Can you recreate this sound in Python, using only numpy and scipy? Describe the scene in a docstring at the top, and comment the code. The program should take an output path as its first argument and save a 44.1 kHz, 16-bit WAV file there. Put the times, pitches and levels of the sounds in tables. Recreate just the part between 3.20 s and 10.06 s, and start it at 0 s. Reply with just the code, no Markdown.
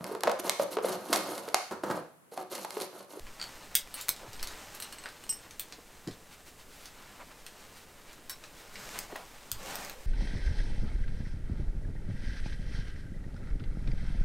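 """Canvas suspenders at a table

One microphone, nearly mono, within arm's reach of a cloth-covered table in a small, crowded room.
Metal buckle, sliders, rings and hook click and chink as they strike; webbing rubs on hands and sleeves,
stiff folds snap and a forearm bumps the table. Near the end the straps are drawn across the table top.
Wide arm movements push air at the microphone, over a steady room tone."""
import sys
import numpy as np
from scipy import signal
from scipy.fft import rfft, irfft, next_fast_len
from scipy.io import wavfile
from scipy.ndimage import map_coordinates

SR = 44100
rng = np.random.default_rng(int(sys.argv[2]) if len(sys.argv) > 2 else 0)


def generate_wav(signal):
    """Clip the signal to [-1, 1] and save it as 16-bit WAV at the path in sys.argv[1]."""
    frames = np.transpose(np.atleast_2d(signal))
    scaled = np.clip(frames, -1, 1) * 32767
    pcm = np.round(scaled).astype(np.int16)
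    wavfile.write(sys.argv[1], SR, pcm)


N = 302512
TIME_S = np.arange(N) / SR


def amp(db):
    """Decibels to gain."""
    return np.exp(np.asarray(db) * (np.log(10) / 20))


def unit(x):
    """Scale to rms 1."""
    return x / np.sqrt(np.mean(x ** 2) + 1e-20)


def along(points, hz):
    """Read (freq_hz, value) points on a log axis."""
    freqs, values = np.transpose(points)
    return np.interp(np.log(hz + 1), np.log(freqs + 1), values)


def wobble(rate_hz):
    """A smooth random curve with rate_hz knots a second."""
    knots = rng.standard_normal(int(N * rate_hz / SR) + 4)
    return map_coordinates(knots, [TIME_S * rate_hz])


def swell(peak_s, width_s):
    """A bell-shaped rise and fall, 1 at its top."""
    return np.exp(-.5 * ((TIME_S - peak_s) / width_s) ** 2)


def filtered(x, response):
    """x through a gain that depends on frequency."""
    n = x.shape[-1]
    padded = next_fast_len(n + 8192)
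    return irfft(rfft(x, padded) * response(np.fft.rfftfreq(padded, 1 / SR)), padded)[..., :n]


def coloured(x, spectrum):
    """x shaped by (freq_hz, level_db) points, at rms 1."""
    return unit(filtered(x, lambda hz: amp(along(spectrum, hz))))


def bell_band(x, centre_hz, octaves):
    """x through a bell-shaped band on a log axis."""
    return filtered(x, lambda hz: np.exp(-.5 * (np.log2((hz + 1) / centre_hz) / octaves) ** 2))


def add(track, start_s, sound):
    """Mix a sound into the track at start_s."""
    part = track[max(round(start_s * SR), 0):][:len(sound)]
    part += sound[:len(part)]


# The small room's short decay: freq_hz, t60_s
ROOM_DECAY = [(150, 0.2), (1000, 0.17), (4000, 0.19), (9000, 0.13), (15000, 0.11)]
def in_room(sound, wet_db, build_s=0.0028):
    """The direct sound at the microphone plus a diffuse tail from table, shelves and walls."""
    hz, t, noise = signal.stft(rng.standard_normal(SR // 5), SR, nperseg=256)
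    decay = amp(-60 * t / along(ROOM_DECAY, hz)[:, None])
    _, tail = signal.istft(noise * decay, SR, nperseg=256)
    tail *= 1 - np.exp(-(TIME_S[:len(tail)] / build_s) ** 2)
    reflections = unit(signal.fftconvolve(sound, tail)[:len(sound)])
    return sound + amp(wet_db) * sound.std() * reflections


def strike(modes, crack_db, crack_t60_s, scatter_db=1, detune=0):
    """One blow: decaying modes at fresh strengths under a short contact noise; the grip detunes them."""
    t = TIME_S[:SR // 5]
    ring = 0
    for k, (hz, db, t60_s) in enumerate(modes):
        decay = amp(db + scatter_db * rng.standard_normal() - 60 * t / t60_s)
        pitch_hz = hz * (1 + detune * rng.standard_normal())
        ring += (-1) ** k * decay * np.sin(2 * np.pi * pitch_hz * t)
    crack = amp(crack_db - 60 * t / crack_t60_s) * rng.standard_normal(len(t))
    return ring + crack


def clicks(hits, modes, crack_db, crack_t60_s, body_db, wet_db, detune):
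    """Clicks on one set of modes: gentle ones have more body, bare metal on metal has more edge."""
    track = np.zeros(N)
    for start_s, level_db, edge_db in hits:
        mid_db = body_db - 0.41 * level_db
        # small parts radiate little bass
        tone = [(300, mid_db - 30), (800, mid_db - 13), (1500, mid_db),
                (3000, 0), (8000, 0), (13000, edge_db)]
        click = coloured(strike(modes, crack_db, crack_t60_s, detune=detune), tone)
        add(track, start_s, amp(level_db) * in_room(click / np.linalg.norm(click), wet_db))
    return track


# A faint, dull tick just ahead of the loud buckle clack, then two softer clacks:
# start_s, level_db, edge_db
TICK_AND_CLACKS = [(0.545, -24, -15), (0.5527, 6, 1), (2.396, -7, 3.5), (4.2647, -19, -14)]
# The smaller fittings striking close to the microphone: start_s, level_db, edge_db
SLIDER_CLICKS = [(0.8845, -7.5, -1), (0.8913, 2.5, 0), (5.7893, -8.5, -1.5), (5.961, -19, -6),
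                 (6.3165, -5, -0.5), (6.5558, -10.5, -1), (6.6484, -19, -4), (6.6972, -15.5, -1)]
LOOP_CLICKS = [(0.198, -18, -24), (0.2141, -10.5, -27), (0.226, -14, -14), (0.2397, -17.5, -10),
               (1.2288, -12, -6)]
RING_CHINKS = [(0.7412, -11, 4), (1.1643, -29, -2), (1.601, -14, 1), (1.6236, -13, -5), (1.7252, -18, -6),
               (1.7847, -21.5, -22), (1.838, -21.5, -22), (2.0386, -24.5, -7)]
CLASP_CHINKS = [(5.0959, -11, 0)]
# How each fitting rings: pitch_hz, relative_db, t60_s
BUCKLE_MODES = [(1500, -17, 0.0076), (2570, -6, 0.017), (3246, 4, 0.0065), (3740, -2, 0.01),
                (3940, -20, 0.0091), (4840, -5, 0.0045), (7000, -49, 0.002), (8470, 8, 0.012),
                (9100, 2, .004), (10800, -3, 0.0081), (11760, 6, 0.0035), (13400, 7, 0.014),
                (14700, 3, 0.0068), (15300, -1, 0.0037)]
SLIDER_MODES = [(1740, -26, 0.011), (2554, -10, 0.016), (4150, -1.5, 0.0075), (5060, -4.5, 0.0095),
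                (6470, -0.5, 0.013), (8320, -1, 0.0052), (8900, -17, 0.0042), (10100, -23, .008),
                (13300, 8, 0.0041), (13960, 2.5, 0.015)]
LOOP_MODES = [(1380, -9.5, 0.012), (3120, -6, .008), (4360, 3.5, 0.012), (4710, 2.5, 0.024),
              (6950, -13, 0.0073), (8400, -15, .01), (12800, 1, .012)]
RING_MODES = [(2880, 2.5, 0.017), (4235, -2.5, 0.056), (8150, -0.5, 0.062), (8580, 0, 0.049),
              (11080, -1, 0.052), (12700, 0, .04), (13300, -12, .04), (15500, -10, .03)]
CLASP_MODES = [(3960, -5, 0.015), (5370, -7, 0.11), (7760, -10, .025), (8270, -5, .04), (10400, -23, 0.026),
               (10900, -6.5, 0.019), (11800, -3, 0.023), (13300, -1, .022)]
def fittings():
    """Metal threaded on webbing clacks and stops; loose rings and the clasp chink on."""
    buckle = clicks(TICK_AND_CLACKS, BUCKLE_MODES, crack_db=8, crack_t60_s=0.016,
                    body_db=-6, wet_db=-1.5, detune=0.012)
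    sliders = clicks(SLIDER_CLICKS, SLIDER_MODES, crack_db=10, crack_t60_s=0.0056,
                     body_db=0.5, wet_db=-5.5, detune=0.014)
    loop = clicks(LOOP_CLICKS, LOOP_MODES, crack_db=3, crack_t60_s=0.014,
                  body_db=1.5, wet_db=-2, detune=0.015)
    rings = clicks(RING_CHINKS, RING_MODES, crack_db=6.5, crack_t60_s=0.013,
                   body_db=0.5, wet_db=-2, detune=0.015)
    clasp = clicks(CLASP_CHINKS, CLASP_MODES, crack_db=1.5, crack_t60_s=0.035,
                   body_db=2, wet_db=2, detune=0.0072)
    return buckle + sliders + loop + rings + clasp


# The hook's touches above the table: start_s, level_db
HOOK_TOUCHES = [(2.0928, -21.5), (2.1259, -29.5)]
# Its freely ringing steel: pitch_hz, relative_db, t60_s
HOOK_MODES = [(2980, -19.5, 0.081), (5330, -13.5, 0.17), (5580, -10.5, 0.045), (5740, -9, 0.037),
              (8134, 3, 0.087), (8174, -0.5, 0.11), (8970, -14, 0.077), (10180, -22, 0.1),
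              (12230, -23, .15), (13300, -23, .1), (13600, -12, .1), (14850, -28, .12)]
def hook():
    """The steel hook swings free, rings and touches once more."""
    track = np.zeros(N)
    for start_s, level_db in HOOK_TOUCHES:
        ping = strike(HOOK_MODES, crack_db=-5.5, crack_t60_s=0.0083)
        add(track, start_s, amp(level_db) * in_room(ping / np.abs(ping).max(), wet_db=-6))
    return track


def friction(spectrum, catches_per_s, spread_db, grain_db, uneven_db):
    """Threads catch and let go at random over the hiss of sliding fibres."""
    catches = rng.random(N) < catches_per_s / SR
    slips = catches * rng.choice([-1, 1], N) * amp(spread_db * rng.standard_normal(N))
    weave = amp(grain_db) * unit(slips) + rng.standard_normal(N)
    return coloured(in_room(weave, wet_db=-6.5), spectrum) * amp(uneven_db * wobble(35))


# How hard the hands work the webbing: time_s, relative_db
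HAND_EFFORT = [(0.0, -58.5), (0.11, -53), (0.38, -51), (0.57, -53), (0.83, -56), (0.92, -53), (1.45, -48.5),
               (1.73, -51.5), (1.87, -53), (2.48, -55.5), (2.59, -57), (3.08, -58), (3.49, -60),
               (3.74, -55.5), (4.44, -55), (4.67, -58), (4.98, -58.5), (5.5, -53.5)]
# Straps drawn across the table: start_s, fastest_s, end_s, swish_db, scrape_db
STRAP_PULLS = [(5.518, 5.78, 5.87, -46.5, -62), (5.887, 5.926, 6.07, -61, -48.5),
               (6.38, 6.537, 6.75, -45, -47.5)]
# Webbing, sleeves and table cloth heard from close by: freq_hz, relative_db
RUB_SPECTRUM = [(80, -11), (150, -4.5), (300, -3), (500, -2), (900, 1), (1500, -2.5), (2600, -6),
                (4000, -8), (9000, -19)]
SWISH_SPECTRUM = [(900, -0.5), (2000, -1), (3500, -6), (5200, -4.5), (8300, -6), (10500, -14.5),
                  (13600, -10.5), (15100, -20), (16000, -34)]
SCRAPE_SPECTRUM = [(150, -25), (350, -11), (560, -4.5), (850, -3), (1300, -12.5), (2200, -15.5),
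                   (5000, -25), (15000, -32)]
def canvas():
    """With effort, webbing rubs low and sleeves swish high; each pull scrapes the table cloth."""
    effort_db = np.interp(TIME_S, *np.transpose(HAND_EFFORT))
    effort_db -= effort_db.mean()
    pull_swish, pull_scrape = np.zeros((2, N))
    for start_s, fastest_s, end_s, swish_db, scrape_db in STRAP_PULLS:
        speed = np.interp(TIME_S, [start_s, fastest_s, end_s], [0, 1, 0])
        loudness = speed ** 0.46
        pull_swish += amp(swish_db) * loudness
        pull_scrape += amp(scrape_db) * loudness
    # handling and pulling add in power
    rub_gain = np.hypot(amp(-57.5 + 0.92 * effort_db), amp(-5.5) * pull_swish)
    swish_gain = np.hypot(amp(-59 + 1.34 * effort_db), pull_swish)
    rub = friction(RUB_SPECTRUM, catches_per_s=400, spread_db=3.5, grain_db=-0.5, uneven_db=1.5)
    swish = friction(SWISH_SPECTRUM, catches_per_s=900, spread_db=2.5, grain_db=-4, uneven_db=1.5)
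    # tiny stray ticks of the stiff weave
    crinkle = friction(SWISH_SPECTRUM, catches_per_s=35, spread_db=5.5, grain_db=18, uneven_db=1)
    scrape = friction(SCRAPE_SPECTRUM, catches_per_s=500, spread_db=3, grain_db=4, uneven_db=1.8)
    return rub_gain * rub + swish_gain * (swish + amp(-11) * crinkle) + pull_scrape * scrape


# Stiff canvas snapping over a fold in the hands: start_s, level_db, centre_hz
FOLD_SNAPS = [(0.0687, -27, 2280), (0.8118, -14.5, 6460), (0.9634, -24, 3900), (1.1316, -22.5, 5400),
              (1.1958, -21.5, 2500), (1.2283, -14.5, 7000), (1.273, -16, 5470), (1.5492, -20.5, 6960),
              (1.6229, -18, 2800), (1.8583, -14.5, 1600), (1.8886, -25, 4000), (2.309, -24, 3770),
              (2.5243, -19.5, 3000), (2.8748, -21, 3000), (2.9123, -26.5, 2500), (3.6566, -21.5, 3000),
              (4.9307, -30, 5000), (5.239, -23, 2800), (5.5563, -18.5, 1880), (5.9567, -22, 1390)]
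def creases():
    """Folds give way with a dry tick and no ring; thick folds tick lower."""
    track = np.zeros(N)
    for start_s, level_db, centre_hz in FOLD_SNAPS:
        snap = strike(modes=[], crack_db=0, crack_t60_s=0.012)
        tick = bell_band(snap, centre_hz, octaves=0.98)
        add(track, start_s, amp(level_db) * in_room(tick / np.linalg.norm(tick), wet_db=0))
    return track


# Fingers and sleeve brushing the webbing, close up: peak_s, width_s, level_db, centre_hz
WEBBING_STROKES = [(0.235, 0.025, -57, 1140), (0.803, 0.043, -45.5, 4500), (1.046, 0.031, -49.5, 700),
                   (1.308, 0.06, -52, 1510), (1.869, 0.02, -48.5, 1100), (3.133, 0.018, -54, 4000),
                   (3.283, 0.018, -53, 5000), (3.407, 0.017, -54.5, 4500), (3.597, 0.082, -55, 6500),
                   (3.852, 0.08, -56.5, 1500), (4.014, 0.015, -49.5, 1090), (4.118, 0.0083, -54.5, 1700),
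                   (4.424, 0.012, -57, 1500), (4.582, 0.036, -55, 4520), (4.906, 0.035, -55.5, 2190),
                   (5.403, 0.031, -54.5, 4500), (5.769, 0.022, -44.5, 1670)]
def strokes():
    """Each stroke swells and fades: fingertips rub low and narrow, the sleeve brushes high and broad."""
    track = np.zeros(N)
    t = np.linspace(-.25, .25, SR // 2)
    spectrum = [(100, 7.5), (15000, -17)]
    fibres = friction(spectrum, catches_per_s=400, spread_db=3.5, grain_db=-9.5, uneven_db=1.4)
    for peak_s, width_s, level_db, centre_hz in WEBBING_STROKES:
        stretch = fibres[int(peak_s * SR):][:len(t)]
        band = bell_band(stretch, centre_hz, octaves=(centre_hz / 1000) ** 0.4)
        envelope = np.exp(-.5 * (t / width_s) ** 2)
        add(track, peak_s + t[0], amp(level_db) * envelope * unit(band))
    return track


# Soft bumps on the table by the microphone: start_s, level_db, upper_edge_hz
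ARM_BUMPS = [(1.075, -44.5, 148), (1.859, -41, 2220), (2.263, -46, 900), (2.583, -45, 600),
             (2.871, -27, 384), (2.884, -35.5, 765), (5.925, -33, 760), (5.958, -30.5, 1480),
             (6.315, -44, 140)]
# The table's resonances: pitch_hz, relative_db, t60_s
TABLE_MODES = [(61, -2, 0.15), (107, -2, 0.18), (189, -2, 0.049), (253, -1, 0.043), (319, 1, 0.046),
               (405, -2.5, 0.043), (751, -1.5, 0.033), (1065, -1, 0.048), (1916, 15.5, 0.03)]
def table_bumps():
    """Padded blows wake only a band of the table's modes: the softer the pad, the lower the band."""
    track = np.zeros(N)
    for start_s, level_db, edge_hz in ARM_BUMPS:
        pad = signal.butter(2, [edge_hz / 2.6, edge_hz], "bandpass", fs=SR, output="sos")
        thud = signal.sosfilt(pad, strike(TABLE_MODES, crack_db=9.5, crack_t60_s=0.079))
        add(track, start_s, amp(level_db) * in_room(thud / np.abs(thud).max(), wet_db=-6.5))
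    return track


# The table top answering a dragged strap: peak_s, width_s, level_db, pitch_hz
DRAG_GROANS = [(6.442, 0.021, -49, 550), (6.61, 0.032, -53, 730), (6.8, 0.028, -53, 498)]
def table_groans(half_band_hz=45):
    """The ribbed weave running over the table groans briefly in a narrow, hollow band."""
    track = np.zeros(N)
    for peak_s, width_s, level_db, pitch_hz in DRAG_GROANS:
        resonance = lambda hz: 1 / (1 + ((hz - pitch_hz) / half_band_hz) ** 2)
        groan = unit(filtered(rng.standard_normal(N), resonance))
        track += amp(level_db) * swell(peak_s, width_s) * groan
    return track


# Air pushed at the microphone by the arms: peak_s, width_s, level_db
ARM_PUFFS = [(0.0, 0.06, -45), (1.243, 0.074, -47), (5.812, 0.11, -53), (6.372, 0.026, -43.5),
             (6.75, 0.2, -53.5)]
# Its rumble on the capsule: freq_hz, relative_db
AIR_SPECTRUM = [(5, -3), (11, -1), (28, -15), (60, -20), (120, -31.5), (300, -68)]
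def moving_air():
    """Slow air rumbles faintly at the microphone and swells with each wide arm movement."""
    puffs = sum(amp(level_db) * swell(peak_s, width_s) for peak_s, width_s, level_db in ARM_PUFFS)
    return (amp(-59) + puffs) * coloured(rng.standard_normal(N), AIR_SPECTRUM)


# The room's own sound, heard from the table: freq_hz, relative_db
ROOM_SPECTRUM = [(12, -29), (20, 7.5), (35, -4), (98, -7.5), (182, -8), (319, -8.5), (377, -12.5),
                 (446, -7.5), (1290, -22), (1810, -17.5), (4420, -25), (8410, -20.5), (11100, -25.5),
                 (13900, -24), (16000, -32)]
def room_tone():
    """Steady low noise with a faint hiss on top."""
    return amp(-57.5) * coloured(rng.standard_normal(N), ROOM_SPECTRUM)


def scene():
    """Everything sits in the centre; only a trace of noise spreads to the sides."""
    suspenders = fittings() + hook() + canvas() + creases() + strokes()
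    mid = suspenders + table_bumps() + table_groans() + moving_air() + room_tone()
    side_spectrum = [(30, -5), (150, -3.5), (600, -12), (2000, -34), (8000, -18.5), (15000, -17)]
    side = amp(-70.5) * coloured(rng.standard_normal(N), side_spectrum)
    return np.array([mid + side, mid - side])


def record(dry):
    """The recorder keeps nothing above its band limit."""
    cutoff_hz, transition_hz = 15900, 400
    return filtered(dry, lambda hz: np.clip((cutoff_hz - hz) / transition_hz + .5, 0, 1))


dry = scene()
out = record(dry)
generate_wav(out)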